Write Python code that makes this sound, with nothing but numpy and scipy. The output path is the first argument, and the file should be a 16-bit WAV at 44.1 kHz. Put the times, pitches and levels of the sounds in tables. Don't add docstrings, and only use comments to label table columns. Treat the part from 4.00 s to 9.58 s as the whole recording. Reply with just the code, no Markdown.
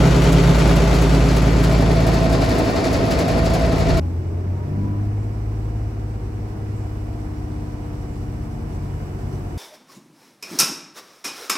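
import sys
import numpy as np
from scipy import signal
from scipy.fft import rfft, irfft, next_fast_len
from scipy.io import wavfile
from scipy.ndimage import uniform_filter1d

SR = 44100
rng = np.random.default_rng(int(sys.argv[2]) if len(sys.argv) > 2 else 0)


def wrap_up_sound(samples):
    columns = np.atleast_2d(samples).T
    tamed = np.clip(columns, -1, 1)
    steps = np.round(tamed * 32767).astype(np.int16)
    wavfile.write(sys.argv[1], SR, steps)


N = 245945
TIME = np.arange(N) / SR
FFT_SIZE = next_fast_len(N)
BIN_HZ = np.fft.rfftfreq(FFT_SIZE, 1 / SR)
SIDES = np.array([[1], [-1]])

# (time [s], cycle rate [Hz])
CYCLE_RATE = [(0, 13.85), (0.3, 14.82), (0.47, 15.27), (0.77, 16.42), (0.95, 16.8), (1.16, 17.17),
              (1.38, 17.44), (1.65, 17.72), (2, 17.52), (2.4, 17.2), (2.75, 17.22), (3.1, 17.05),
              (3.5, 16.72), (4.1, 16.51), (5, 16.12), (5.58, 15.97)]
# (time [s], load relative to full [dB])
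ENGINE_LOAD = [(0, 0), (0.25, -4.5), (0.5, 0), (0.66, -8), (0.8, -4.5), (1, 0.5), (1.3, -4), (1.8, -5.5),
               (2.2, -9.5), (2.75, -7), (3.1, -10.5), (3.8, -12.5), (4.25, -15.5), (4.95, -11.5),
               (5.58, -13.5)]
FIRING_ORDERS = (3, 6, 9, 12, 18, 27)
# (base level at full load [dB], load slope [dB/dB])
FIRING_LEVELS = [(-51, -0.2), (-22.5, 1), (-51.5, 0.37), (-48, 0.6), (-56.5, 0.06), (-58, -0.08)]
# (time [s], half-length [s], gain [dB])
UNDERTONE_SAGS = [(.66, 0.066, -19), (1.98, 0.12, -3.5), (2.65, 0.15, -12)]
# (order [x cycle rate], base level [dB], load slope [dB/dB])
UNEVEN_HARMONICS = [(2, -45, 0), (4, -41.5, 0), (5, -45, -.3), (7, -42.5, -.2), (8, -57.5, -.3),
                    (10, -62, -.55), (11, -53, .4), (13, -59.5, -.1), (14, -51.5, -.1), (15, -52, .8),
                    (17, -53, .7), (19, -61, -.3), (20, -59, .5), (21, -60, 0), (22, -51, .3),
                    (23, -57.5, -.2), (24, -54, .2), (26, -62, 0), (29, -62, -.4), (38, -62, .1),
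                    (40, -57, .5), (43, -66, 0), (44, -68, -.2), (45, -65, -.25), (53, -68, -.35)]
# (frequency [Hz], half-width [Hz], lift [dB])
CABIN_MODES = [(48.16, 3.3, 9.5), (53.52, 2.4, 20), (70.2, 1.3, 15), (131.2, 3.1, 17), (145.1, 6.05, 18),
               (163.85, 3.3, 23), (198.8, 7.7, 9), (228.7, 9.5, 12.5), (254.7, 4.3, 15.5),
               (301.8, 13.2, 19), (321.5, 3.1, 14.5), (386, 2.2, 7), (398.4, 6, 8), (432.6, 7, 6),
               (466.5, 5.4, 8), (481.7, 2.1, 22), (719, 8.4, 16.5)]
# (frequency [Hz], half-width [Hz], lift [dB])
CASING_MODES = [(828, 20, 17.5), (936, 15, 20.5), (990, 20, 20.5)]
# (frequency [Hz], relative density [dB])
CLATTER_SPECTRUM = [(280, -13.5), (400, -11.5), (480, -7), (545, -11), (710, -5), (830, -10.5), (980, -10),
                    (1310, -15.5), (1700, -19.5), (2300, -21.5), (2850, -28.5), (3150, -38), (4700, -43)]
# (order [x cycle rate], level halfway through [dB], rise [dB/s])
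BELT_HUMS = [(2.36, -52, 2), (2.7, -51.5, 1), (4.42, -49.5, .5), (5.4, -42, .3), (10.8, -55, 0)]
# (frequency [Hz], relative density [dB])
RUMBLE_SPECTRUM = [(10, -25), (22, -20), (36, -22), (65, -4), (100, -7.5), (128, -9.5), (170, -15.7),
                   (245, -15), (278, -19), (370, -16), (460, -36.5), (560, -26), (800, -65.5)]
# (time [s], level [dB])
RUMBLE_LEVEL = [(0, -35.5), (.35, -33.5), (.75, -32.5), (1.5, -41), (2.3, -35.5), (3, -38.5), (3.7, -39.5),
                (4.4, -37), (5.58, -33)]
# (frequency [Hz], relative density [dB])
VENT_SPECTRUM = [(1760, -13), (3000, -4.5), (3110, -4), (4410, -4.5), (4860, -1), (5390, -3.5), (5860, -2),
                 (6680, -8), (7930, -3.5), (9050, -11), (13000, -9.5), (13600, -21), (15600, -18)]
# (time [s], gain [dB])
VENT_TREBLE = [(0, -2), (.55, -7), (1.2, -2), (2, -2.5), (3, -1.1), (3.85, -1.5), (4.15, -0.5), (5.58, 0.5)]
# (frequency [Hz], half-width [Hz], base level [dB], left minus right [dB])
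NOZZLE_WHISTLES = [(5020, 40, -77.5, 3), (5470, 30, -82, -2), (5690, 45, -75.5, -3), (5940, 55, -74.5, -5),
                   (6140, 32, -81, 9), (7700, 50, -81, -1), (7950, 60, -78.5, 9), (8420, 70, -79, 9),
                   (12500, 240, -81.5, -12)]
# (time [s], half-length [s], frequency [Hz], half-width [Hz], level [dB])
BRIEF_HUMS = [(0.33, 0.43, 390, 74, -41), (.35, 0.12, 620, 31, -48), (0.66, 0.2, 600, 9.5, -49.5),
              (3.168, 0.071, 680, 24, -47.5), (3.617, .12, 986, 9, -55.5), (3.83, .08, 730, 8, -53),
              (4.15, .1, 726, 8, -52), (5.306, 0.37, 215, 47, -42), (5.344, 0.077, 364, 18, -39.5)]
# (time [s], frequency [Hz], level [dB])
FAINT_TICKS = [(.251, 720, -41), (1.909, 600, -41), (3.537, 730, -38)]
# (time [s], half-length [s], level [dB])
HISS_FLARES = [(0.297, 0.04, -70), (0.584, 0.05, -71), (1.22, .05, -69), (2.79, .08, -65),
               (4.123, 0.07, -66.5), (4.754, 0.035, -69)]
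# (frequency [Hz], correlation [-1 to 1])
COHERENCE = [(60, .998), (110, .996), (160, .96), (290, .84), (640, .3), (1410, -.22), (3100, 0),
             (15000, 0)]
# (frequency [Hz], left minus right [dB])
BALANCE = [(60, .4), (100, .4), (160, 1.2), (280, 2), (450, 0), (740, -1), (1220, -1.6), (2000, -4),
           (3300, -3.8), (5500, -2.5), (8500, 1.2), (15000, 0)]


def amp(db):
    return 10 ** (np.asarray(db) / 20)


def unit(x):
    return x / np.sqrt(np.mean(x ** 2) + 1e-20)


def curve(rows):
    return np.interp(TIME, *np.transpose(rows))


def at_hz(rows, hz):
    row_hz, value = np.transpose(rows)
    return np.interp(np.log(hz + 1), np.log(row_hz + 1), value)


def bump(peak_s, half_s):
    return np.exp(-((TIME - peak_s) / half_s) ** 2)


def drift(rate_hz):
    size = 2048
    hz = np.fft.rfftfreq(size, N / SR / size)
    lowpass = np.exp(-(hz / rate_hz) ** 2) * (hz > 0)
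    slow = irfft(rfft(rng.standard_normal(size)) * lowpass)
    return np.interp(TIME, np.linspace(0, N / SR, size), unit(slow))


def resonance(centre_hz, half_width_hz, hz=BIN_HZ):
    return 1 / (1 + ((hz - centre_hz) / half_width_hz) ** 2)


def modal_lift(modes, hz):
    grid = np.linspace(hz.min(), hz.max(), 200)
    return np.interp(hz, grid, sum(db * resonance(centre, width, grid) for centre, width, db in modes))


def filtered(noise, shape):
    return irfft(rfft(noise, FFT_SIZE) * shape, FFT_SIZE)[..., :N]


def cabin_noise(shape):
    mid, side = rng.standard_normal((2, 2 * len(BIN_HZ))).view(complex)
    coherence = at_hz(COHERENCE, BIN_HZ)
    mid, side = mid * np.sqrt(1 + coherence), side * np.sqrt(1 - coherence)
    pan = amp(SIDES * at_hz(BALANCE, BIN_HZ) / 2)
    pair = irfft((mid + SIDES * side) * pan * shape, FFT_SIZE)[:, :N]
    return pair / np.sqrt(np.mean(pair.mean(0) ** 2) + 1e-20)


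def harmonic(cycles, order, level_db, waver_db, waver_hz, slip_rad, scatter_turns):
    mean_hz = order * cycles[-1] / TIME[-1]
    offset = scatter_turns * rng.uniform(-0.46, 0.58)
    phase = 2 * np.pi * (order * cycles + offset) + slip_rad * drift(waver_hz)
    spread = np.arccos(at_hz(COHERENCE, mean_hz)) / 2 * rng.choice([-1, 1])
    gain = np.sqrt(2) * amp(SIDES * at_hz(BALANCE, mean_hz) / 2) / np.cos(spread)
    return gain * amp(level_db + waver_db * drift(waver_hz)) * np.cos(phase + SIDES * spread)


def engine_boom(cycles, cycle_hz, load_db, undertone_order=3):
    sag_db = sum(db * bump(s, half_s) for s, half_s, db in UNDERTONE_SAGS)
    boom = 0
    for order, (base_db, slope) in zip(FIRING_ORDERS, FIRING_LEVELS):
        hz = order * cycle_hz
        db = base_db + slope * load_db + modal_lift(CABIN_MODES, hz) + growl_db(hz)
        db += sag_db * (order == undertone_order)
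        boom += harmonic(cycles, order, db, waver_db=0.6, waver_hz=6, slip_rad=0.05, scatter_turns=0.69)
    return boom


def cylinder_chug(cycles, cycle_hz, load_db, mode_share=0.55, trim_db=-0.62):
    chug = 0
    for order, base_db, slope in UNEVEN_HARMONICS:
        hz = order * cycle_hz
        db = base_db + trim_db + slope * load_db + mode_share * modal_lift(CABIN_MODES, hz) + growl_db(hz)
        chug += harmonic(cycles, order, db, waver_db=2.5, waver_hz=3.5, slip_rad=0.28, scatter_turns=0.99)
    return chug


def gear_whine(cycles, cycle_hz, order=59.3, base_db=-70.5, drop_db=13, taken_up_s=0.96, release_s=0.08):
    released = np.clip((TIME - taken_up_s) / release_s, 0, 1)
    db = base_db - drop_db * released + modal_lift(CASING_MODES, order * cycle_hz)
    return harmonic(cycles, order, db, waver_db=1.1, waver_hz=22, slip_rad=0.35, scatter_turns=1.0)


def combustion_clatter(cycles, load_db, cylinders=6, pulse_db=1.0, uneven_db=0.48, rise_db_per_s=0.7546):
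    firings = cylinders * cycles
    strengths = unit(signal.detrend(rng.standard_normal(cylinders), type="constant"))
    cylinder_db = uneven_db * strengths[firings.astype(int) % cylinders]
    puffs = uniform_filter1d(amp(cylinder_db + pulse_db * np.cos(2 * np.pi * firings)), size=90)
    throb_db = np.cos(2 * np.pi * 2 * cycles)
    hardening_db = bump(0.77, 0.34) * (1.5 + throb_db)
    level_db = -45.5 + 0.19 * load_db + rise_db_per_s * TIME + hardening_db
    return amp(level_db) * unit(puffs) * cabin_noise(amp(at_hz(CLATTER_SPECTRUM, BIN_HZ)))


def belt_hums(cycles):
    return sum(harmonic(cycles, order, db + rise * (TIME - TIME.mean()),
                        waver_db=2, waver_hz=1.35, slip_rad=0.51, scatter_turns=0.85)
               for order, db, rise in BELT_HUMS)


def road_rumble():
    return amp(curve(RUMBLE_LEVEL)) * cabin_noise(amp(at_hz(RUMBLE_SPECTRUM, BIN_HZ)))


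def air_vents(hiss_db=-60, rise_db_per_s=0.4, treble_hz=7000, ripple_db=2.1):
    flow_db = rise_db_per_s * (TIME - TIME.mean())
    treble_db = curve(VENT_TREBLE)
    ripple = unit(uniform_filter1d(rng.standard_normal(len(BIN_HZ)), size=260))
    duct_db = ripple_db * ripple * resonance(6800, 2600)
    hiss = cabin_noise(amp(at_hz(VENT_SPECTRUM, BIN_HZ) + duct_db))
    treble = filtered(hiss, 1 / (1 + (treble_hz / (BIN_HZ + 1)) ** 8))
    air = amp(hiss_db + flow_db + 0.77 * drift(16)) * (hiss - treble + treble * amp(treble_db))
    for hz, width_hz, db, pan_db in NOZZLE_WHISTLES:
        whistle = unit(filtered(rng.standard_normal((2, N)), resonance(hz, width_hz)))
        level_db = db + flow_db + treble_db * (hz > treble_hz) + 1.4 * drift(8.5)
        air += amp(level_db + SIDES * pan_db / 2) * whistle
    return air


def thin_tone(hz=2925.4, left_db=-75.3, right_db=-67.8, waver_db=1.6, lead_rad=1.4):
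    phase = 2 * np.pi * hz * TIME + 0.39 * drift(6) + np.array([[0], [lead_rad]])
    swell_db = np.linspace(-2, 2, N) + waver_db * drift(6.4)
    return np.sqrt(2) * amp([[left_db], [right_db]]) * amp(swell_db) * np.sin(phase)


def noise_swell(peak_s, half_s, hz, width_hz, db):
    return amp(db) * bump(peak_s, half_s) * cabin_noise(resonance(hz, width_hz))


def brief_hums():
    return sum(noise_swell(*row) for row in BRIEF_HUMS)


def faint_ticks(width_hz=350, attack_s=0.0013, t60_s=0.045):
    ticks = 0
    for s, hz, db in FAINT_TICKS:
        attack = np.clip((TIME - s) / attack_s, 0, 1)
        decay = amp(db - 60 * abs(TIME - s) / t60_s)
        ticks += attack * decay * cabin_noise(resonance(hz, width_hz))
    return ticks


def hiss_flares(hz=7400, width_hz=990):
    return sum(noise_swell(s, half_s, hz, width_hz, db) for s, half_s, db in HISS_FLARES)


def growl_db(hz, peak_s=0.79, half_s=0.13, centre_hz=220, width_hz=62, lift_db=12):
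    return bump(peak_s, half_s) * modal_lift([(centre_hz, width_hz, lift_db)], hz)


def squeak(peak_s=5.345, half_s=0.05, hz=5946, db=-64.5, pan_db=-7):
    note = np.sqrt(2) * np.sin(2 * np.pi * hz * TIME + 0.5 * drift(40))
    return amp(db + SIDES * pan_db / 2) * bump(peak_s, half_s) * note


def scene():
    cycle_hz, load_db = curve(CYCLE_RATE), curve(ENGINE_LOAD)
    cycles = np.cumsum(cycle_hz) / SR
    engine = engine_boom(cycles, cycle_hz, load_db) + cylinder_chug(cycles, cycle_hz, load_db)
    engine += gear_whine(cycles, cycle_hz) + combustion_clatter(cycles, load_db) + belt_hums(cycles)
    cabin = road_rumble() + air_vents() + hiss_flares() + brief_hums()
    return engine + cabin + squeak() + faint_ticks() + thin_tone()


def record(dry, cutoff_hz=15780):
    fades = signal.windows.tukey(N, 0.001)
    lowpass = signal.firwin(1023, cutoff_hz, window=("kaiser", 9), fs=SR)
    return signal.oaconvolve(dry * fades, lowpass[None], "same")


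dry = scene()
out = record(dry)
wrap_up_sound(out)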